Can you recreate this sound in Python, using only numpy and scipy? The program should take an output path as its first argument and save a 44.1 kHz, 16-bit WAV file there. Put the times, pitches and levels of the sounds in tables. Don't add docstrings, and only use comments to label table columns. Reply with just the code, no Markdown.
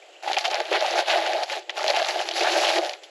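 import sys
import numpy as np
from scipy import signal
from scipy.fft import rfft, irfft, next_fast_len
from scipy.io import wavfile

SR = 44100
rng = np.random.default_rng(int(sys.argv[2]) if len(sys.argv) > 2 else 0)


def invert_db(x):
    u = np.asarray(x, float) / 20
    return 10 ** u


def int16_out(signal):
    q = np.round(np.clip(np.atleast_2d(signal).T, -1, 1) * 32767)
    wavfile.write(sys.argv[1], SR, q.astype(np.int16))


N = 136710

# [t/s,
# fibre rustle level/dB, thin-fibre treble re rustle level/dB]
SQUEEZE_CURVES = [
    [(0.218, -68, -37), (0.226, -43, -5.5), (0.282, -32, -11.5), (0.322, -32, -8.5), (0.329, -39, -9),
     (0.345, -28.5, -9), (0.362, -40, -9), (0.383, -27.5, -8), (0.394, -32, -6), (0.44, -36.5, -10.5),
     (0.452, -26, -9), (0.498, -38, -9.5), (0.512, -33, -4.5), (0.536, -29, -14.5), (0.564, -29, -14.5),
     (0.64, -39, -9), (0.708, -34, -11.5)],
    [(0.715, -29, -10), (0.753, -26, -11.5), (0.801, -31.5, -13.5), (0.809, -27.5, -12), (0.823, -30.5, -8),
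     (0.951, -30.5, -11), (0.991, -27, -4.5), (1.047, -36, -14.5), (1.095, -25, -9.5), (1.211, -30.5, -10),
     (1.371, -32, -10.5), (1.425, -33, -10), (1.435, -32, -4), (1.455, -43, -8.5), (1.523, -29, -10),
     (1.595, -38.5, -8), (1.63, -48, -26)],
    [(1.64, -58, -32), (1.688, -53, -31), (1.694, -49, -14), (1.704, -40.5, -5), (1.72, -47.5, -18),
     (1.778, -37, -3), (1.798, -36, -6.5), (1.908, -27, -10.5), (1.916, -33.5, -6), (1.956, -29.5, -13),
     (1.966, -28.5, -3), (1.978, -30.5, -9), (2.082, -31.5, -9), (2.086, -31.5, -2), (2.152, -31.5, -10),
     (2.216, -30.5, -7), (2.24, -34, -7.5)],
    [(2.25, -36.5, -7), (2.28, -34.5, -7), (2.29, -39, -3), (2.304, -36, -10), (2.316, -35, -6),
     (2.328, -34, -12.5), (2.366, -31.5, -1.5), (2.446, -28, -9), (2.572, -28, -4), (2.626, -27, -5.5),
     (2.784, -28.5, -6), (2.804, -37.5, -7.5), (2.858, -34, -5), (2.942, -40.5, -8.5), (3.024, -61, -13),
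     (3.036, -52.5, 7), (3.1, -54, -25)],
]
# [t/s, boom level/dB, deep part re boom level/dB]
BACKING_RUB = [(0.21, -91, -18), (0.23, -60, 1), (0.28, -40, -6), (0.35, -40.5, -1), (0.38, -28, -20),
               (0.39, -52, -11), (0.42, -43, -7), (0.49, -26, -32), (0.5, -40.5, -3), (0.53, -36, -1),
               (0.54, -28, -29), (0.62, -33, -3.5), (0.63, -44, 1), (0.67, -39, -22), (0.71, -39.5, -1),
               (0.73, -32.5, 8), (0.8, -34.5, -8), (0.85, -25.5, -24), (0.88, -27, -28), (0.9, -37.5, -12),
               (0.95, -25, -13), (0.98, -25.5, -16), (1.0, -23, -10.5), (1.06, -39.5, -20),
               (1.08, -27.5, -16), (1.16, -22, -19), (1.21, -32, -8.5), (1.26, -28, -23),
               (1.35, -27.5, -10), (1.44, -30.5, -43), (1.46, -44, -13), (1.52, -37, -16),
               (1.58, -36.5, -8), (1.63, -57, 0), (1.67, -51, -35), (1.69, -46, -7), (1.73, -49, -10),
               (1.84, -35.5, -7.5), (1.91, -22.5, -27.5), (1.93, -37, -2), (2.02, -22, -29),
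               (2.05, -35.5, -24), (2.17, -33, -4.5), (2.23, -29, -19), (2.25, -51, 7.5), (2.35, -49.5, 6),
               (2.38, -26.5, -17), (2.42, -36, 6), (2.47, -27, -13.5), (2.54, -31, -0.5), (2.58, -28, -7),
               (2.69, -29, -12), (2.71, -28, -15), (2.74, -29, -17), (2.79, -26.5, 2.5), (2.81, -32, -11),
               (2.83, -26, -9), (2.9, -33.5, -22), (2.99, -57.5, -2), (3.1, -71, -32)]
# [t/s, peak level/dB after the overall colour, before brightening, pitch f/Hz]
STRAND_SNAPS = [(0.0305, -46, 5500.0), (0.2769, -21, 2490.0), (0.2839, -18, 2210.0), (0.3195, -22, 6500.0),
                (0.3324, -6.5, 3400.0), (0.3573, -25, 3060.0), (0.3856, -7, 5000.0), (0.3953, -18, 3380.0),
                (0.4104, -16, 3630.0), (0.4461, -15, 3040.0), (0.4535, -14, 4600.0), (0.4615, -14, 3630.0),
                (0.4795, -17, 4800.0), (0.5034, -21, 2780.0), (0.5135, -21, 6000.0), (0.5446, -10, 5000.0),
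                (0.5553, -14, 2120.0), (0.6036, -11, 2210.0), (0.6535, -24, 2870.0), (0.7011, -27, 2550.0),
                (0.7295, -11, 2380.0), (0.7573, -13, 3080.0), (0.8089, -14, 4900.0), (0.8248, -16, 2140.0),
                (0.8637, -11, 3380.0), (0.881, -18, 2590.0), (0.9029, -18, 2270.0), (0.9098, -15, 5400.0),
                (0.9296, -17, 2410.0), (1.0081, -17, 2620.0), (1.084, -14, 3330.0), (1.112, -9, 3200.0),
                (1.2143, -18, 2450.0), (1.2649, -13, 2540.0), (1.2766, -18, 2220.0), (1.3024, -20, 2430.0),
                (1.3229, -19, 2590.0), (1.3343, -15, 4800.0), (1.4334, -16, 3590.0), (1.4603, -26, 3150.0),
                (1.499, -15, 2500.0), (1.5261, -17, 3380.0), (1.5652, -23, 2140.0), (1.6106, -31, 2910.0),
                (1.6957, -14, 2850.0), (1.7045, -22, 5000.0), (1.7693, -19, 3190.0), (1.8097, -18, 2840.0),
                (1.8168, -20, 3420.0), (1.8307, -16, 5200.0), (1.8425, -11, 1990.0), (1.8525, -20, 3950.0),
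                (1.8645, -11, 2380.0), (1.8809, -8, 4600.0), (1.895, -16, 4200.0), (1.9035, -10, 4500.0),
                (1.9111, -16, 2300.0), (1.9229, -22, 2960.0), (1.9351, -19, 2720.0), (1.9485, -14, 2420.0),
                (1.9567, -15, 2540.0), (1.9657, -11, 2710.0), (1.9712, -12, 3800.0), (1.9898, -19, 5500.0),
                (1.9976, -13, 2110.0), (2.0277, -10, 2940.0), (2.0486, -12, 3230.0), (2.058, -21, 6000.0),
                (2.0702, -17, 4800.0), (2.1086, -15, 3140.0), (2.2137, -15, 2290.0), (2.2565, -22, 2740.0),
                (2.2888, -7, 3500.0), (2.292, -24, 7000.0), (2.311, -22, 2700.0), (2.3172, -16, 3710.0),
                (2.3384, -18, 3710.0), (2.4353, -10, 3860.0), (2.6195, -11, 2770.0), (2.6463, -13, 2950.0),
                (2.6808, -13, 3020.0), (2.7593, -10, 3190.0), (2.787, -13, 3720.0), (2.8123, -21, 3610.0),
                (2.819, -21, 1990.0), (2.833, -23, 2020.0), (2.8488, -15, 3410.0), (2.8642, -18, 3830.0),
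                (2.8954, -15, 4400.0), (2.9347, -19, 4800.0), (3.0354, -29, 3610.0)]
# [f/Hz, level/dB]
STRAND_BRIGHTNESS = [(1000, -3.5), (4000, -3), (6500, 8), (12000, -2.5)]
# [t/s, peak level/dB after the overall colour, pitch f/Hz, decay to 1/e t/s]
BUNDLE_CRUNCHES = [(0.2338, -30, 2330, 0.018), (0.277, -23, 2530, 0.016), (0.331, -22.5, 3130, 0.0088),
                   (0.367, -11.5, 2600, 0.0045), (0.457, -21, 3430, 0.0051), (0.5033, -23, 3660, 0.0073),
                   (0.5418, -21, 1760, 0.0076), (0.596, -22, 1680, 0.019), (0.653, -26.5, 2690, 0.0085),
                   (0.7233, -18, 2380, 0.023), (0.849, -19, 2580, 0.013), (0.94, -32, 2030, 0.004),
                   (1.0634, -30, 2470, 0.0039), (1.08, -27, 2670, 0.0055), (1.2602, -18.5, 1820, 0.0045),
                   (1.3294, -22, 1790, 0.0044), (1.432, -16.5, 4740, 0.0053), (1.4979, -23.5, 2040, 0.0078),
                   (1.6945, -18, 2100, 0.006), (1.695, -19, 2850, 0.007), (1.773, -21, 2530, 0.018),
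                   (1.806, -22, 1820, 0.0034), (1.8795, -15.5, 3470, 0.0051), (1.9025, -15, 4570, 0.0018),
                   (1.943, -27, 2340, 0.007), (1.9956, -21, 1700, 0.0052), (2.019, -16, 3620, 0.0032),
                   (2.0454, -14.5, 3300, 0.0032), (2.086, -16, 2570, 0.0079), (2.2905, -21, 2500, 0.004),
                   (2.311, -18, 3000, 0.002), (2.406, -16, 2360, 0.024), (2.6453, -12, 2960, 0.0055),
                   (2.8166, -28, 1790, 0.0048), (2.855, -27, 3220, 0.0052), (2.8942, -19, 2760, 0.0031),
                   (2.9373, -21.5, 2630, 0.0028), (3.035, -34.5, 3200, 0.0094)]
# [t/s, envelope peak level/dB before the band limits, pitch f/Hz]
BACKING_BUCKLES = [(0.024, -44.5, 730), (0.088, -43.5, 690), (0.232, -26, 768), (0.261, -22.5, 827),
                   (0.274, -14.5, 823), (0.298, -16.5, 788), (0.311, -19, 800), (0.37, -16, 790),
                   (0.407, -27.5, 692), (0.445, -22, 770), (0.48, -21, 766), (0.544, -22, 708),
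                   (0.601, -22.5, 784), (0.713, -19.5, 523), (0.823, -16.5, 615), (0.844, -14.5, 850),
                   (0.91, -26, 530), (0.936, -17.5, 756), (1.001, -23, 670), (1.082, -21, 776),
                   (1.156, -22, 710), (1.22, -22, 614), (1.258, -24, 666), (1.293, -31, 674),
                   (1.351, -18.5, 650), (1.424, -18.5, 720), (1.514, -25, 565), (1.554, -29, 670),
                   (1.693, -33, 735), (1.776, -26.5, 625), (1.809, -23, 615), (1.842, -15.5, 630),
                   (1.864, -18.5, 625), (1.884, -17, 826), (1.903, -21, 716), (1.94, -15, 840),
                   (1.969, -13, 690), (1.996, -36, 710), (2.069, -28.5, 623), (2.089, -20, 792),
                   (2.157, -19, 704), (2.212, -17, 762), (2.255, -28, 805), (2.287, -26.5, 660),
                   (2.31, -24.5, 680), (2.355, -30, 650), (2.385, -25, 753), (2.412, -19, 754),
                   (2.443, -18.5, 700), (2.471, -18, 604), (2.563, -18, 602), (2.634, -23, 607),
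                   (2.667, -25.5, 634), (2.701, -18, 600), (2.749, -21, 660), (2.78, -13.5, 643)]
# [t/s, rms level/dB, pitch f/Hz]
WALL_SLIDE = [(2.44, -55, 2050), (2.5, -40, 2200), (2.56, -35, 2550), (2.63, -31, 2875), (2.68, -40, 2950),
              (2.75, -60, 2950)]
# [t/s, length t/s, start f/Hz, end f/Hz, level/dB before roughening]
BIRD_CHIRPS = [(0.02, 0.022, 2250, 2600, -45), (0.112, 0.035, 2800, 2950, -52),
               (0.148, 0.028, 2350, 3150, -46), (0.187, 0.04, 2850, 2850, -54)]
# [f/Hz, relative level/dB]
AIR_SPECTRUM = [(150, -14), (250, -58), (312, -2), (596, 6.5), (796, 2), (977, -9), (1550, -7),
                (3220, -3.5), (3510, -8), (5800, -16.5), (7300, -12.5), (7940, -17), (8950, -40),
                (10800, -25), (14700, -60)]
# [f/Hz, level/dB]
OVERALL_COLOUR = [(30, -33), (200, -21), (290, -52), (315, -15.5), (335, 3.5), (446, -4.5), (503, -4),
                  (606, 6), (700, 5.5), (860, 2), (930, -13.5), (1310, -20.5), (1520, -17.5), (2100, -15.5),
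                  (2860, -12.5), (4380, -9.5), (5700, -15.5), (7170, -22.5), (8220, -32), (8800, -39),
                  (9020, -55), (9300, -36), (9750, -32.5), (11000, -27.5), (12100, -43), (12700, -41.5),
                  (13300, -45), (14200, -58), (14700, -83)]
# [f/Hz, level/dB re the sound]
SIDE_SPECTRUM = [(100, -10), (250, -34), (600, -50), (1200, -38.5), (4000, -37), (8000, -23.5),
                 (10500, -17), (13000, 0)]

DEEP_SPLIT_HZ, LOW_SPLIT_HZ, HIGH_SPLIT_HZ = 490, 900, 5000


def squeeze():
    clumps = drift(50)
    level_db, treble_db = in_time(np.vstack(SQUEEZE_CURVES))
    boom_db, deep_db = in_time(BACKING_RUB)
    rustle = fibre_rustle(level_db, treble_db, clumps)
    return invert_db(level_db) * rustle + invert_db(boom_db) * backing_rumble(deep_db, clumps)


def fibre_rustle(level_db, treble_db, clumps):
    rate = 3500 * invert_db(0.8 * (level_db + 34))
    clump_db = 0.6 * clumps
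    ticks = grains(rate, 2.2, clump_db)
    dealt = rng.integers(0, 10, N)
    fibres = np.zeros(N)
    for k, hz in enumerate(np.geomspace(1300, 9000, 10)):
        patches = invert_db(4.0 * drift(22))
        fibres += ring(ticks * (dealt == k) * patches, hz, 8 / hz)
    hiss_share = 0.35
    fibres = np.sqrt(1 - hiss_share) * rms_one(fibres) + np.sqrt(hiss_share) * rng.standard_normal(N)
    pricks = grains(300, 1.5, clump_db)
    fibres = fibres + invert_db(-9) * rms_one(pricks)
    middle = cut(cut(fibres, LOW_SPLIT_HZ, "high"), HIGH_SPLIT_HZ, "low", order=2)
    treble = cut(fibres, HIGH_SPLIT_HZ, "high", order=2)
    middle = middle / band_level(middle, 1000, 5000)
    treble = treble / band_level(treble, 5000, 8500)
    return middle + invert_db(treble_db) * treble


def backing_rumble(deep_db, clumps):
    rubs = grains(2700, 1, 0.57 * clumps + 0.8 * drift(19))
    boom = cut(cut(rubs, LOW_SPLIT_HZ, "low"), DEEP_SPLIT_HZ, "high")
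    deep = cut(rubs, DEEP_SPLIT_HZ, "low")
    return boom / band_level(boom, 500, 900) + invert_db(deep_db) * deep / band_level(deep, 300, 480)


def snaps():
    t = np.arange(1024) / SR
    fizz = rng.standard_normal((len(STRAND_SNAPS), 1024)) * np.exp(-t / 0.004)
    drives = invert_db(-29) * fizz
    drives[:, 0] = rng.choice([-1, 1], len(STRAND_SNAPS))
    return colour(place(STRAND_SNAPS, drives, cycles=2.5, edge=0.9), STRAND_BRIGHTNESS)


def crunches():
    t = np.arange(2048) / SR
    decay_s = np.maximum(np.array(BUNDLE_CRUNCHES)[:, 3:], .0005)
    shape = (len(BUNDLE_CRUNCHES), 2048)
    grit = invert_db(3.5 * rng.exponential(1, shape))
    drives = grit * rng.standard_normal(shape) * np.exp(-t / decay_s)
    return place(BUNDLE_CRUNCHES, drives, cycles=8, edge=0.086)


def buckles():
    out, t = np.zeros(N + 2048), np.arange(2048) / SR
    rise_s, decay_cycles = 0.0004, 5.14
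    for s, db, hz in BACKING_BUCKLES:
        shape = (1 - np.exp(-t / rise_s)) ** 2 * np.exp(-t * hz / decay_cycles)
        thump = shape / shape.max() * np.sin(2 * np.pi * hz * t)
        start = int(s * SR)
        out[start:start + 2048] += invert_db(db) * thump
    return cut(cut(out[:N], 310, "high"), 920, "low")


def slide():
    level_db, hz = in_time(WALL_SLIDE)
    turn = 2 * np.pi * np.cumsum(hz) / SR
    playing = np.arange(N) / SR < WALL_SLIDE[-1][0]
    width_hz = 330
    rasp = drift(width_hz) * np.sin(turn) + drift(width_hz) * np.cos(turn)
    return playing * invert_db(level_db) * rasp


def bird():
    out, t = np.zeros(N), np.arange(N) / SR
    for s, length, start_hz, end_hz, db in BIRD_CHIRPS:
        u = np.clip((t - s) / length, 0, 1)
        hz = start_hz + (end_hz - start_hz) * u
        out += invert_db(db) * np.sin(np.pi * u) * np.sin(2 * np.pi * np.cumsum(hz) / SR)
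    return out * drift(170)


def air():
    noise = cut(colour(rng.standard_normal(N), AIR_SPECTRUM), 288, "high")
    return invert_db(-51 + 1 * drift(24)) * rms_one(noise)


def grains(rate, spread_db, clump_db):
    sizes = invert_db(spread_db * np.minimum(rng.exponential(1, N), 4)) * rng.choice([-1, 1], N)
    struck = rng.random(N) < rate * invert_db(clump_db) / SR
    return sizes * invert_db(clump_db) * struck


def ring(clicks, hz, t60):
    r, w = invert_db(-60 / (t60 * SR)), 2 * np.pi * hz / SR
    return signal.lfilter([0, np.sin(w)], [1, -2 * r * np.cos(w), r * r], clicks + 1e-18)


def place(rows, drives, cycles, edge):
    out = np.zeros(N + drives.shape[1])
    impulse = 1.0 * (np.arange(N) == 64)
    response = colour(cut(impulse, LOW_SPLIT_HZ, "high"), OVERALL_COLOUR)[:128]
    for (s, db, hz, *_), drive in zip(rows, drives):
        sound = ring(drive, hz, cycles / hz) + edge * drive
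        sound = signal.lfilter(*signal.butter(2, 0.39 * hz, "high", fs=SR), sound)
        heard_peak = np.abs(np.convolve(sound, response)).max()
        start = int(s * SR)
        out[start:start + len(drive)] += invert_db(db) * sound / heard_peak
    return cut(out[:N], LOW_SPLIT_HZ, "high")


def in_time(rows):
    s, *columns = np.transpose(rows)
    return [np.interp(np.arange(N) / SR, s, c, left=-90) for c in columns]


def drift(rate):
    r = np.exp(-2 * np.pi * rate / SR)
    return rms_one(signal.lfilter([1], [1, -2 * r, r * r], rng.standard_normal(N + SR))[SR:])


def rms_one(x):
    return x / np.sqrt(np.mean(x ** 2) + 1e-20)


def cut(x, hz, kind, order=6):
    return signal.sosfilt(signal.butter(order, hz, kind, fs=SR, output="sos"), x)


def colour(x, points):
    size = next_fast_len(N + 4096)
    hz = np.arange(size // 2 + 1) * SR / size + 1
    f, db = np.transpose(points)
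    gain = invert_db(np.interp(np.log(hz), np.log(f), db))
    return irfft(rfft(x, size) * gain, size)[..., :N]


def band_level(x, low_hz, high_hz):
    power = np.abs(rfft(colour(x, OVERALL_COLOUR))) ** 2
    hz = np.arange(N // 2 + 1) * SR / N
    return np.sqrt(2 * power[(hz > low_hz) & (hz < high_hz)].sum()) / N


def scene():
    pad = colour(squeeze() + snaps() + crunches(), OVERALL_COLOUR)
    mono = pad + buckles() + slide() + air() + bird()
    return np.array([mono, mono])


def band_limit(x):
    return signal.sosfilt(signal.butter(12, 14820, fs=SR, output="sos"), x)


def record(dry):
    round_at = .7
    dry = round_at * np.tanh(dry / round_at)
    dry = colour(dry, [(200, -22), (300, 0), (13500, 0), (14800, -30)])
    side = colour(dry[0], SIDE_SPECTRUM) * drift(51)
    mix = dry + side * np.array([[1], [-1]])
    return band_limit(mix)


dry = scene()
out = record(dry)
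int16_out(out)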